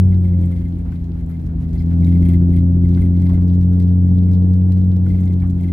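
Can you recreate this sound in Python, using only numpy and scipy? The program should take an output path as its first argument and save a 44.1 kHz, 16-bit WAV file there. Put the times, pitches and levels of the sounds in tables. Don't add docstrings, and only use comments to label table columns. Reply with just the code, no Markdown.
import sys
import numpy as np
from scipy import signal
from scipy.fft import rfft, irfft, next_fast_len
from scipy.io import wavfile
from scipy.ndimage import uniform_filter1d, map_coordinates

SR = 44100
rng = np.random.default_rng(int(sys.argv[2]) if len(sys.argv) > 2 else 0)


def rack_gain(trim_db):
    fader = np.asarray(trim_db, float)
    return 10 ** (fader / 20)


def wav_out(sig):
    wavfile.write(sys.argv[1], SR, np.round(np.clip(np.atleast_2d(sig).T, -1, 1) * 32767).astype(np.int16))


N = 252336

SECOND_DB = -14
THIRD_DB_PER_HZ, THIRD_KNEE_HZ = -2.5, 88.5
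LIFT_OFF_S = 0.54


def unit(x):
    return x / np.sqrt(np.mean(x ** 2) + 1e-20)


def along(points, hz):
    f, v = np.transpose(points)
    return np.interp(np.log(hz + 1), np.log(f + 1), v)


def curves(rows):
    s, *cols = np.transpose(rows)
    return [np.interp(np.arange(N) / SR, s, c) for c in cols]


def wobble(rate):
    knots = rng.standard_normal(int(N * rate / SR) + 4)
    return map_coordinates(knots, [np.arange(N) * rate / SR])


def filtered(x, response):
    m = next_fast_len(N + 8192)
    return irfft(rfft(x, m) * response(np.fft.rfftfreq(m, 1 / SR)), m)[..., :N]


def resonances(modes):
    def response(f):
        total = 0
        for k, (c, w, db) in enumerate(modes):
            total = total + (-1) ** k * rack_gain(db) * 1j * f * w / (c * c - f * f + 1j * f * w)
        return total
    return response


def lift(modes, hz):
    return rack_gain(sum(db / (1 + ((hz - c) / w) ** 2) for c, w, db in modes))


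def rush(spectrum, patchy_db):
    # frequency in Hz, likeness of left and right from -1 to 1.
    likeness = [(25, .99), (60, .985), (130, .96), (290, .8), (640, .3), (1400, -.15), (3100, .1),
                (15000, .15)]
    z = signal.stft(rng.standard_normal((2, N)), nperseg=512)[2]
    field = uniform_filter1d(rng.standard_normal(z.shape[1:]), size=8, axis=0)
    field = uniform_filter1d(field, size=8, axis=1)
    pair = signal.istft(z * rack_gain(patchy_db * unit(field)), nperseg=512)[1][:, :N]

    def mid_side(hz):
        angle = np.arccos(np.clip(along(likeness, hz), -1, 1)) / 2
        inside = (hz < spectrum[-1][0]) * (hz > spectrum[0][0])
        return rack_gain(along(spectrum, hz)) * inside * [np.cos(angle), np.sin(angle)]
    mid, side = filtered(pair, mid_side)
    return unit(np.array([mid + side, mid - side]))


def burst(envelope, shared):
    noise = rng.standard_normal((3, len(envelope)))
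    pair = (shared * noise[2] + np.sqrt(1 - shared ** 2) * noise[:2]) * envelope
    return unit(pair) * np.sqrt(np.mean(envelope ** 2))


def note(hz, length, lead, sag=0):
    size = round(length * SR)
    u = np.arange(size) / size
    drift = .12 * np.cumsum(rng.standard_normal(SR // 8)[:size]) / np.sqrt(size)
    cycles = hz * length * (u + sag * u * (1 - u) / 2) + drift + rng.random()
    return np.hanning(size) * np.sin(2 * np.pi * cycles + np.array([[lead], [-lead]]))


def add(track, s, sound):
    i = max(round(s * SR), 0)
    track[..., i:i + sound.shape[-1]] += sound[..., :N - i]


def controls():
    # time in seconds, firing rate in Hz, load as peak dB of the firing order.
    throttle = [(0.0, 93.6, -7), (0.1, 92.3, -8), (0.26, 89.6, -11), (0.42, 87.54, -11), (0.58, 87.6, -18),
                (0.9, 86.2, -22), (1.22, 84, -22.5), (1.42, 83.2, -22.5), (1.7, 83.2, -19.5),
                (2.02, 86.38, -10), (2.2, 86.9, -9), (2.5, 87.47, -10.5), (3.1, 88.6, -11),
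                (3.7, 89.9, -10), (4.1, 89.9, -9.5), (4.4, 91, -9), (4.9, 91.9, -10.5), (5.72, 88.6, -15.5)]
    cruise_hz, cruise_db = 88, -10
    hz, load_db = curves(throttle)
    t = np.arange(N) / SR
    second = SECOND_DB + 0.99 * (load_db - cruise_db) - 0.27 * (hz - cruise_hz)
    second = second - 2.5 * np.clip((LIFT_OFF_S - t) / 0.07 + .5, 0, 1)
    third = second - 8.5 + THIRD_DB_PER_HZ * np.maximum(hz - THIRD_KNEE_HZ, 0)
    return hz, load_db, second, third - 32 * np.clip(1 - t / LIFT_OFF_S, 0, 1)


def engine():
    # order, phase in radians, side level in dB, side lead in radians.
    main_orders = [(1, 0.14, -24, 0.9), (2, 1.2, -16.5, 0.68), (3, 0.96, -17.5, -1.8)]
    # order, middle level in dB, side level in dB, both below the second order.
    minor_orders = [(1.333, -19, -56), (1.5, -25.5, -40), (2.5, -26.5, -27.5), (3.5, -25.5, -40.5),
                    (4, -35, -37), (4.5, -48.5, -41), (5, -43.5, -46), (5.5, -51.5, -47), (6, -45.5, -44.5),
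                    (6.5, -52.5, -42), (7, -48, -41), (7.5, -64.5, -47.5), (8, -59, -46)]
    # frequency in Hz, width in Hz, lift in dB.
    seat_air = [(322, 7, -7), (351, 9, 14), (412, 8, 6), (455, 14, 4), (505, 6, 3), (528, 12, 11),
                (612, 12, 8), (640, 10, 5)]
    # frequency in Hz, width in Hz, lift in dB.
    door_air = [(227, 10, 4), (268, 8.8, -5.5), (319, 11, 14.5), (470, 15, -1)]
    lope_db, main_lope_db = 6, .3
    hz, *levels = controls()
    now = np.arange(N) / SR
    turn = 2.9 + 2 * np.pi * np.cumsum(hz + 0.2 * wobble(14)) / SR
    lope = np.cos(turn / 6)
    blunt_lead = .9 * np.clip(1 - now / .35, 0, 1)
    mid = side = 0
    for (k, phase, side_db, lead), db in zip(main_orders, levels):
        phase = k * turn + phase + (k == 2) * blunt_lead + 0.025 * k * wobble(3.3)
        mid = mid + rack_gain(db + 0.53 * wobble(35) + k * main_lope_db * lope) * np.cos(phase)
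        load = levels[1] if k == 3 else db
        width = lift(door_air, k * hz) if k == 3 else 1
        side = side + rack_gain(load + side_db + 0.83 * wobble(10)) * width * np.cos(phase + lead)

    buzz = np.clip(np.minimum(now - 3.38, 5.42 - now) / .06, 0, 1)
    settled = np.clip(now - LIFT_OFF_S, 0, 1)
    sink = settled * THIRD_DB_PER_HZ * np.maximum(hz - THIRD_KNEE_HZ, 0) - 4 * (1 - settled)
    for k, mid_db, side_db in minor_orders:
        pulse_blunt = np.clip((2.7 if k == 6 else 1.3) - 1.8 * now / LIFT_OFF_S, 0, 1)
        change_db = {4: 14, 5: 5, 6: 8}.get(k, 0) * pulse_blunt
        change_db = change_db + (k in (5, 5.5)) * 10 * buzz + (k in (3.5, 4)) * sink
        lope_share = (k in (3.5, 4)) + (k in (5, 6, 7)) / 3
        throb_db = lope_share * lope_db * (1 - pulse_blunt) * lope
        size = rack_gain(levels[1] + change_db + throb_db + 1.5 * wobble(5))
        mid_tone = np.cos(k * turn + .35 * wobble(5))
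        side_tone = np.cos(k * turn + 1.7 + .6 * wobble(3.8))
        mid = mid + size * rack_gain(mid_db) * lift(seat_air, k * hz) * mid_tone
        side = side + size * rack_gain(side_db) * lift(door_air, k * hz) * side_tone
    return np.array([mid + side, mid - side])


def tyres():
    # frequency in Hz, level in dB per Hz.
    boom_spectrum = [(12, -30), (24, -8), (35, -3), (57, 0), (72, -6), (95, -11), (115, -40)]
    drum_spectrum = [(75, -43.5), (105, -3), (130, 29), (155, 19.5), (210, 18.5), (300, 8.5), (380, -68)]
    roar_spectrum = [(200, -18), (300, 8.5), (400, -3.5), (550, -12), (750, -13.5), (1000, -22),
                     (1300, -30.5), (2000, -41)]
    hiss_spectrum = [(700, -29.5), (1300, 2.5), (2000, -1), (3200, -9.5), (5000, -15.5), (8000, -19.5),
                     (12500, -19.5), (15800, -27)]
    effort_db, now = controls()[2] - SECOND_DB, np.arange(N) / SR
    smooth = np.clip(np.minimum(now - 3.55, 5.05 - now) / 0.25 + .5, 0, 1)
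    boom_db = -34.5 - 3.5 * smooth
    drum_db = -27 + 0.59 * effort_db - 1.5 * smooth + 1.2 * wobble(12)
    roar_db = -53.5 + .48 * effort_db - smooth
    hiss_db = -63.5 + .4 * (roar_db + 57) + 1.5 * wobble(30) + [[.7], [-.7]]
    out = rack_gain(boom_db) * rush(boom_spectrum, patchy_db=.5)
    out += rack_gain(drum_db) * rush(drum_spectrum, patchy_db=0.16)
    out += rack_gain(roar_db + 17.5 + .7 * wobble(11)) * rush(roar_spectrum, patchy_db=.8)
    return out + rack_gain(hiss_db) * rush(hiss_spectrum, patchy_db=.9)


def keys():
    # time in seconds, peak in dB, jingle in dB against the peak.
    shakes = [(0.1146, -54, -9), (0.2428, -52.5, -7.5), (0.28, -55.5, -11.5), (0.3237, -60, -17),
              (0.3818, -61.5, -14.5), (0.4279, -52, -9), (0.4678, -59, -5.5), (0.5142, -50, -7.5),
              (0.5602, -54, -14), (0.6091, -57.5, -13), (0.6492, -55, -11.5), (.772, -63.5, -15),
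              (.793, -61, -14), (0.8718, -63.5, -14), (0.9186, -60.5, -11.5), (0.9519, -61.5, -14.5),
              (.97, -65.5, -15.5), (1.2039, -61, -11.5), (1.3127, -60, -4), (1.3381, -56.5, -13),
              (1.639, -59, -13.5), (1.752, -55, -6.5), (1.798, -50.5, -7), (1.91, -57.5, -8.5),
              (2.021, -53, -13.5), (2.0656, -47, -5.5), (2.114, -51.5, -12.5), (2.1469, -49.5, -7),
              (2.2177, -51.5, -9), (2.2501, -46.5, -5), (2.2863, -45, -0.5), (2.332, -46, -4),
              (2.5273, -52.5, -6), (2.5612, -48, -6.5), (2.844, -51.5, -12.5), (2.935, -60, -0.0),
              (2.965, -53.5, -9), (3.012, -49, -5), (3.0485, -52.5, -5), (3.1418, -57, -14.5),
              (3.1819, -60, -14), (3.2174, -53, -6.5), (3.252, -50, -10), (3.2904, -56, -3.5),
              (3.3307, -51, -3), (3.3602, -60.5, -15), (3.7885, -59, -10.5), (4.2791, -59.5, -12.5),
              (5.0579, -58, -6.5), (5.0929, -49.5, -11), (5.1362, -52, -18.5), (5.1777, -51, -15.5),
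              (5.2236, -55, -12), (5.2603, -52.5, -19), (5.2974, -55, -13), (5.4172, -54, -7),
              (5.597, -55, -20), (5.6342, -50.5, -8.5), (5.6764, -52.5, -11.5)]
    # time in seconds, peak in dB.
    touches = [(0.0155, -60.5), (0.0481, -56), (0.1786, -56), (0.208, -56), (0.4127, -51.5),
               (0.4575, -50.5), (0.5454, -57.5), (0.7859, -60), (1.263, -56), (1.4129, -55.5),
               (4.0685, -56.5), (5.2061, -51), (5.256, -51.5), (5.3372, -55), (5.475, -54), (5.5066, -50),
               (5.6106, -51.5)]
    # Hz, delay in seconds, length in seconds, dB.
    warble_modes = [(2270, .005, .015, -2), (2085, .013, .022, 1), (1750, .021, .016, -9),
                    (3250, .009, .024, -10.5), (2620, .006, .014, -12)]
    # frequency in Hz, level in dB, seconds to fall 60 dB.
    jingle_modes = [(7020, -9, .04), (8850, -1, .04), (9710, -1, .05), (11000, -4, .04), (12200, -4, .04),
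                    (12650, 0, .025), (13200, -7, .03)]
    # frequency in Hz, width in Hz, level in dB.
    key_modes = [(1840, 18, -7), (2100, 110, -6), (2220, 30, -11), (2700, 79, -13), (3120, 60, -9),
                 (6960, 33, -22.5), (7770, 49, -25.5), (8500, 60, -14.5), (9200, 50, -18), (9800, 80, -14),
                 (10900, 60, -19), (12200, 60, -19), (12650, 90, -18.5), (13200, 60, -24.5)]
    # frequency in Hz, width in Hz, level in dB.
    clatter_modes = [(2020, 740, -4), (3320, 610, -5), (4260, 790, -9.5), (7200, 1000, -13),
                     (10200, 9000, -17), (14200, 1200, -24)]
    # frequency in Hz, width in Hz, level in dB.
    small_key_modes = [(7000, 2000, 0), (9500, 2500, -1.5), (12500, 3000, -4)]
    stir_s, t = .09, np.arange(SR // 16) / SR
    swell, snap, tones, small = np.zeros((4, 2, N))
    stir, fade = np.zeros(N), np.hanning(round(2 * stir_s * SR))
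    for s, db, jingle_db in shakes:
        add(stir, s - stir_s, rack_gain(db + 52) * fade)
        soft = burst(t / 0.006 * np.exp(1 - t / 0.008), shared=0.14)
        sharp = burst(np.exp(-t / 0.011), shared=0.2)
        add(swell, s - .001, rack_gain(db + 9.5) * soft)
        add(snap, s - .0006, rack_gain(db + jingle_db + 24.5) * sharp)
        for hz, delay, length, mode_db in warble_modes:
            scatter, lead = rng.standard_normal(2)
            tone = note(hz * (1 + .008 * lead), length, .6 + .25 * lead, sag=.03 * (hz < 2500))
            add(tones, s + delay - length / 2, rack_gain(db + mode_db - 1 + 2 * scatter) * tone)
        for hz, mode_db, t60 in jingle_modes:
            scatter, lead, phase = rng.standard_normal(3)
            angle = 2 * np.pi * hz * (1 + .008 * phase) * t + 4 * phase
            angle = angle + np.array([[1], [-1]]) * (.5 + .3 * lead)
            ring = rack_gain(-60 * t / t60) * (1 - np.exp(-t / .0006)) * np.sin(angle)
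            add(tones, s - .0006, rack_gain(db + jingle_db + mode_db - 4 + 3 * scatter) * ring)
    for s, db in touches:
        add(small, s - .0005, rack_gain(db + 6.5) * burst(np.exp(-t / .0025), shared=.4))

    flutter_db = .75 * 20 * np.log10(1 + stir) + 2.5 * wobble(45) + 4 * wobble(500)
    chatter = rack_gain(flutter_db - 61) * burst(np.ones(N), shared=0.23)
    blunt = rack_gain(-6) * swell + rack_gain(-12.5) * snap + rack_gain(5.0) * chatter
    low = filtered(rack_gain(-3) * swell + rack_gain(6) * chatter, resonances(key_modes[:6]))
    high = filtered(snap + rack_gain(3.0) * chatter, resonances(key_modes[6:]))
    clatter = filtered(blunt, resonances(clatter_modes))
    return tones + low + high + clatter + filtered(small, resonances(small_key_modes))


def grit():
    # time in seconds, peak in dB.
    stones = [(1.3111, -54), (1.3969, -52), (1.4644, -47), (1.731, -46), (1.8222, -48),
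              (1.8607, -49.5), (2.0455, -44), (2.2256, -48.5), (2.8876, -44.5), (3.219, -43.5),
              (3.3468, -49), (3.4797, -46), (3.5372, -46.5), (3.6099, -45.5), (3.6289, -46.5),
              (3.7318, -47.5), (3.7996, -41.5), (3.821, -42), (4.3135, -46.5), (4.333, -42),
              (4.5358, -45.5), (4.6856, -53), (4.7203, -41), (4.775, -47), (4.841, -48.5),
              (4.963, -44.5), (5.0834, -45.5), (5.3253, -47), (5.4977, -45.5), (5.63, -46.5),
              (0.9205, -52.5), (1.042, -51), (1.1891, -57), (1.6255, -55.5), (1.6911, -52.5),
                   (1.706, -53.5), (1.9315, -51.5), (2.004, -49), (2.1385, -48.5), (2.5862, -46.5),
                   (2.9358, -46.5), (3.1987, -46.5), (3.2924, -44.5), (3.4263, -53), (3.5518, -48.5),
                   (4.5017, -52.5), (4.652, -53.5), (5.2365, -49), (5.5496, -54.5)]
    # frequency in Hz, width in Hz, level in dB.
    arch_modes = [(1770, 450, -2.5), (3260, 1800, -1), (4130, 1900, 0), (7550, 3900, -8),
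                  (13000, 22000, -14)]
    blows, t = np.zeros((2, N)), np.arange(SR // 80) / SR
    for s, db in stones:
        pan_db = rng.normal(0, 1.5)
        impact = np.arange(len(t)) == rng.integers(7, size=(2, 1))
        click = impact + 0.18 * burst(np.exp(-t / 0.0056), shared=0.17)
        add(blows, s, rack_gain(db + 20.5 + np.array([[pan_db], [-pan_db]])) * click)
    for s, size, pan in rng.random((60, 3)):
        click = (t == 0) + .1 * burst(np.exp(-t / .002), shared=.2)
        pan_db = np.array([[1.5], [-1.5]]) * (2 * pan - 7)
        add(blows, s * N / SR, rack_gain(-51 + 4 * (2 * size - 1.5) + pan_db) * click)
    when, size, pan = rng.random((3, 900))
    grains = rack_gain(-58.5 - 4 * np.log(size + .01))
    blows[:, (when * N).astype(int)] += grains * [pan, 1 - pan]
    return filtered(blows, resonances(arch_modes))


def bumps():
    # time in seconds, peak in dB.
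    body_hits = [(0.079, -22), (0.149, -24), (0.277, -25), (0.58, -21), (0.637, -20), (0.772, -23),
                 (0.823, -25), (0.872, -18), (1.022, -21), (1.167, -25), (1.227, -21), (1.47, -21),
                 (1.526, -24), (1.576, -18), (1.659, -23), (1.74, -18), (1.816, -21), (2.236, -18),
                 (2.39, -22), (2.511, -24), (2.577, -20), (2.769, -24), (2.861, -18), (3.008, -17),
                 (3.336, -18), (3.402, -22), (3.602, -23), (5.125, -21), (5.44, -16), (5.542, -22)]
    # centre in seconds, peak in dB.
    floor_hits = [(.1, -27), (.25, -28), (.4, -28), (.7, -29), (.93, -28), (1.06, -29), (1.45, -26),
                  (1.62, -22), (1.77, -27), (1.9, -24), (2.3, -26), (2.85, -26), (2.96, -24), (3.42, -23),
                  (4.15, -27), (5.07, -26)]
    out, t = np.zeros((2, N)), np.arange(SR // 4) / SR
    rise_s, thud_s = .016, .09
    u = t / rise_s
    for s, db in body_hits:
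        pitch, phase = rng.random(2)
        thump = np.sin(2 * np.pi * ((54 + 6 * pitch) * t + phase))
        add(out, s - 2 * rise_s, rack_gain(db) * (u / 2) ** 2 * np.exp(2 - u) * thump)
    for s, db in floor_hits:
        add(out, s - thud_s / 2, rack_gain(db) * note(128, thud_s, lead=.1))
    return out


def trim():
    # time in seconds, peak in dB, pitch in Hz, seconds to fall 60 dB.
    knocks = [(.13, -44, 1500, .09), (.505, -43, 1000, .1), (.61, -41, 1460, .04), (.85, -36, 670, .09),
              (.86, -40, 1100, .06), (.875, -45, 2000, .08), (.885, -36, 600, .09), (.919, -36, 1430, .04),
              (.92, -43, 2300, .04), (.935, -41, 950, .05), (1.15, -41, 720, .07), (1.164, -40, 1400, .025),
              (1.288, -51, 12000, .14), (1.29, -59, 6500, .1), (1.29, -47, 1500, .16),
              (1.31, -44, 518, .06), (1.39, -43.5, 760, .06), (1.485, -45, 1500, .12), (1.5, -38, 380, .15),
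              (1.53, -40, 720, .07), (1.575, -40, 800, .1), (1.775, -48, 4300, .1), (1.79, -50, 3300, .06),
              (1.9, -52, 3600, .09), (1.908, -41, 1600, .09), (2.95, -41, 1480, .035),
              (2.973, -33, 1435, .05), (2.975, -39, 900, .05), (2.975, -43, 2300, .04), (3, -42, 600, .15),
              (3.29, -35, 400, .4), (3.292, -34, 1000, .08), (3.292, -44, 3600, .05), (3.31, -38, 650, .1),
              (3.294, -39, 1700, .06), (3.335, -41, 1100, .06), (3.35, -39, 540, .13),
              (3.371, -38, 1074, .07), (5.058, -38, 1400, .035), (5.11, -50, 4200, .08),
              (5.414, -39, 1700, .07), (5.425, -37, 360, .15), (5.4305, -35, 760, .14),
              (5.445, -42, 1300, .08), (5.5726, -40, 1600, .045)]
    # centre in seconds, peak in dB, Hz, length in seconds.
    panel_notes = [(0.86, -46, 640, .014), (.925, -48, 1505, 0.012), (.926, -49.5, 1012, 0.015),
                   (1.782, -55.5, 4500, .014), (1.793, -54.5, 4184, .014), (1.795, -55, 4980, .022),
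                   (2.047, -51.5, 3775, 0.0079), (2.048, -60, 4990, .01), (2.977, -39, 1513, 0.0077),
                   (3.297, -43.5, 1043, 0.014), (3.307, -52, 1038, 0.017), (3.335, -30, 582, .012),
                   (3.552, -50, 566, 0.013), (3.795, -48.5, 552, 0.0073), (5.068, -44.5, 1450, .01),
                   (5.212, -63.5, 6250, .025), (5.214, -65.5, 7100, 0.04), (5.221, -63.5, 8870, 0.018),
                   (5.398, -44.5, 619, .01), (5.438, -39.5, 781, 0.015), (5.439, -48.5, 1091, 0.0137)]
    out, t = np.zeros((2, N)), np.arange(SR // 6) / SR
    for s, db, hz, t60 in knocks:
        octaves = .6 if hz < 1200 else .42
        edges = [hz * 2 ** -octaves, hz * 2 ** octaves]
        band = signal.butter(1, edges, "bandpass", fs=SR, output="sos")
        noise = burst(np.ones(len(t)), shared=0.18)
        puff = unit(signal.sosfilt(band, signal.sosfilt(band, noise)))
        add(out, s, rack_gain(db - 3.5 - 60 * t / t60) * (1 - np.exp(-t / 0.0079)) * puff)
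    for s, db, hz, length in panel_notes:
        add(out, s - length / 2, rack_gain(db) * note(hz, length, lead=.4))
    return out


def drops():
    # time in seconds, peak in dB.
    drips = [(0.1444, -45), (0.7258, -52.5), (0.9596, -50), (1.005, -59.5), (1.12, -48.5), (1.1504, -56),
             (1.37, -52), (1.5633, -56), (2.1247, -45.5), (2.9491, -42), (3.1725, -47), (3.2707, -42.5),
             (3.501, -45.5), (3.5294, -51), (3.772, -50), (3.84, -49.5), (3.8785, -45), (3.893, -50.5),
             (3.925, -50.5), (4.109, -50.5), (4.16, -58), (4.179, -50.5), (4.186, -44.5), (4.2297, -50),
             (4.2359, -48), (4.351, -46), (4.425, -48.5), (4.6167, -47.5), (4.816, -49), (4.9184, -46),
             (5.0432, -50.5), (5.2786, -44), (5.339, -45), (5.4025, -47.5)]
    # frequency in Hz, width in Hz, level in dB.
    glass_modes = [(2700, 1200, -5), (3920, 1100, 0), (4900, 1200, -5)]
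    blows, t = np.zeros((2, N)), np.arange(SR // 80) / SR
    for s, db in drips:
        pan_db = rng.normal(0, 2.0)
        tick = 3 * (t == 0) + 0.32 * burst(np.exp(-t / 0.0011), shared=0.1)
        add(blows, s - .0005, rack_gain(db + 16.5 + np.array([[pan_db], [-pan_db]])) * tick)
    glass = resonances(glass_modes)
    return filtered(blows, lambda f: glass(f) / (1 + 1j * f / 6000))


def cabin(x):
    # frequency in Hz, seconds to fall 60 dB.
    echo_times = [(500, 0.068), (3000, 0.22), (12000, 0.12)]
    hz, t, z = signal.stft(rng.standard_normal((2, SR // 5)), SR, nperseg=256)
    fade = rack_gain(-60 * t / along(echo_times, hz)[:, None])
    tail = signal.istft(z * fade, SR, nperseg=256)[1]
    return signal.fftconvolve(x, tail / np.linalg.norm(tail[0]), axes=1)[:, :N]


def scene():
    small = (keys() + grit() + drops() + trim()) * rack_gain([[1.1], [-1.1]])
    return engine() + tyres() + bumps() + small + rack_gain(-7) * cabin(small)


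def low_pass(x):
    return signal.sosfilt(signal.butter(12, 15820, fs=SR, output="sos"), x)


def record(dry):
    return low_pass(dry)


dry = scene()
out = record(dry)
wav_out(out)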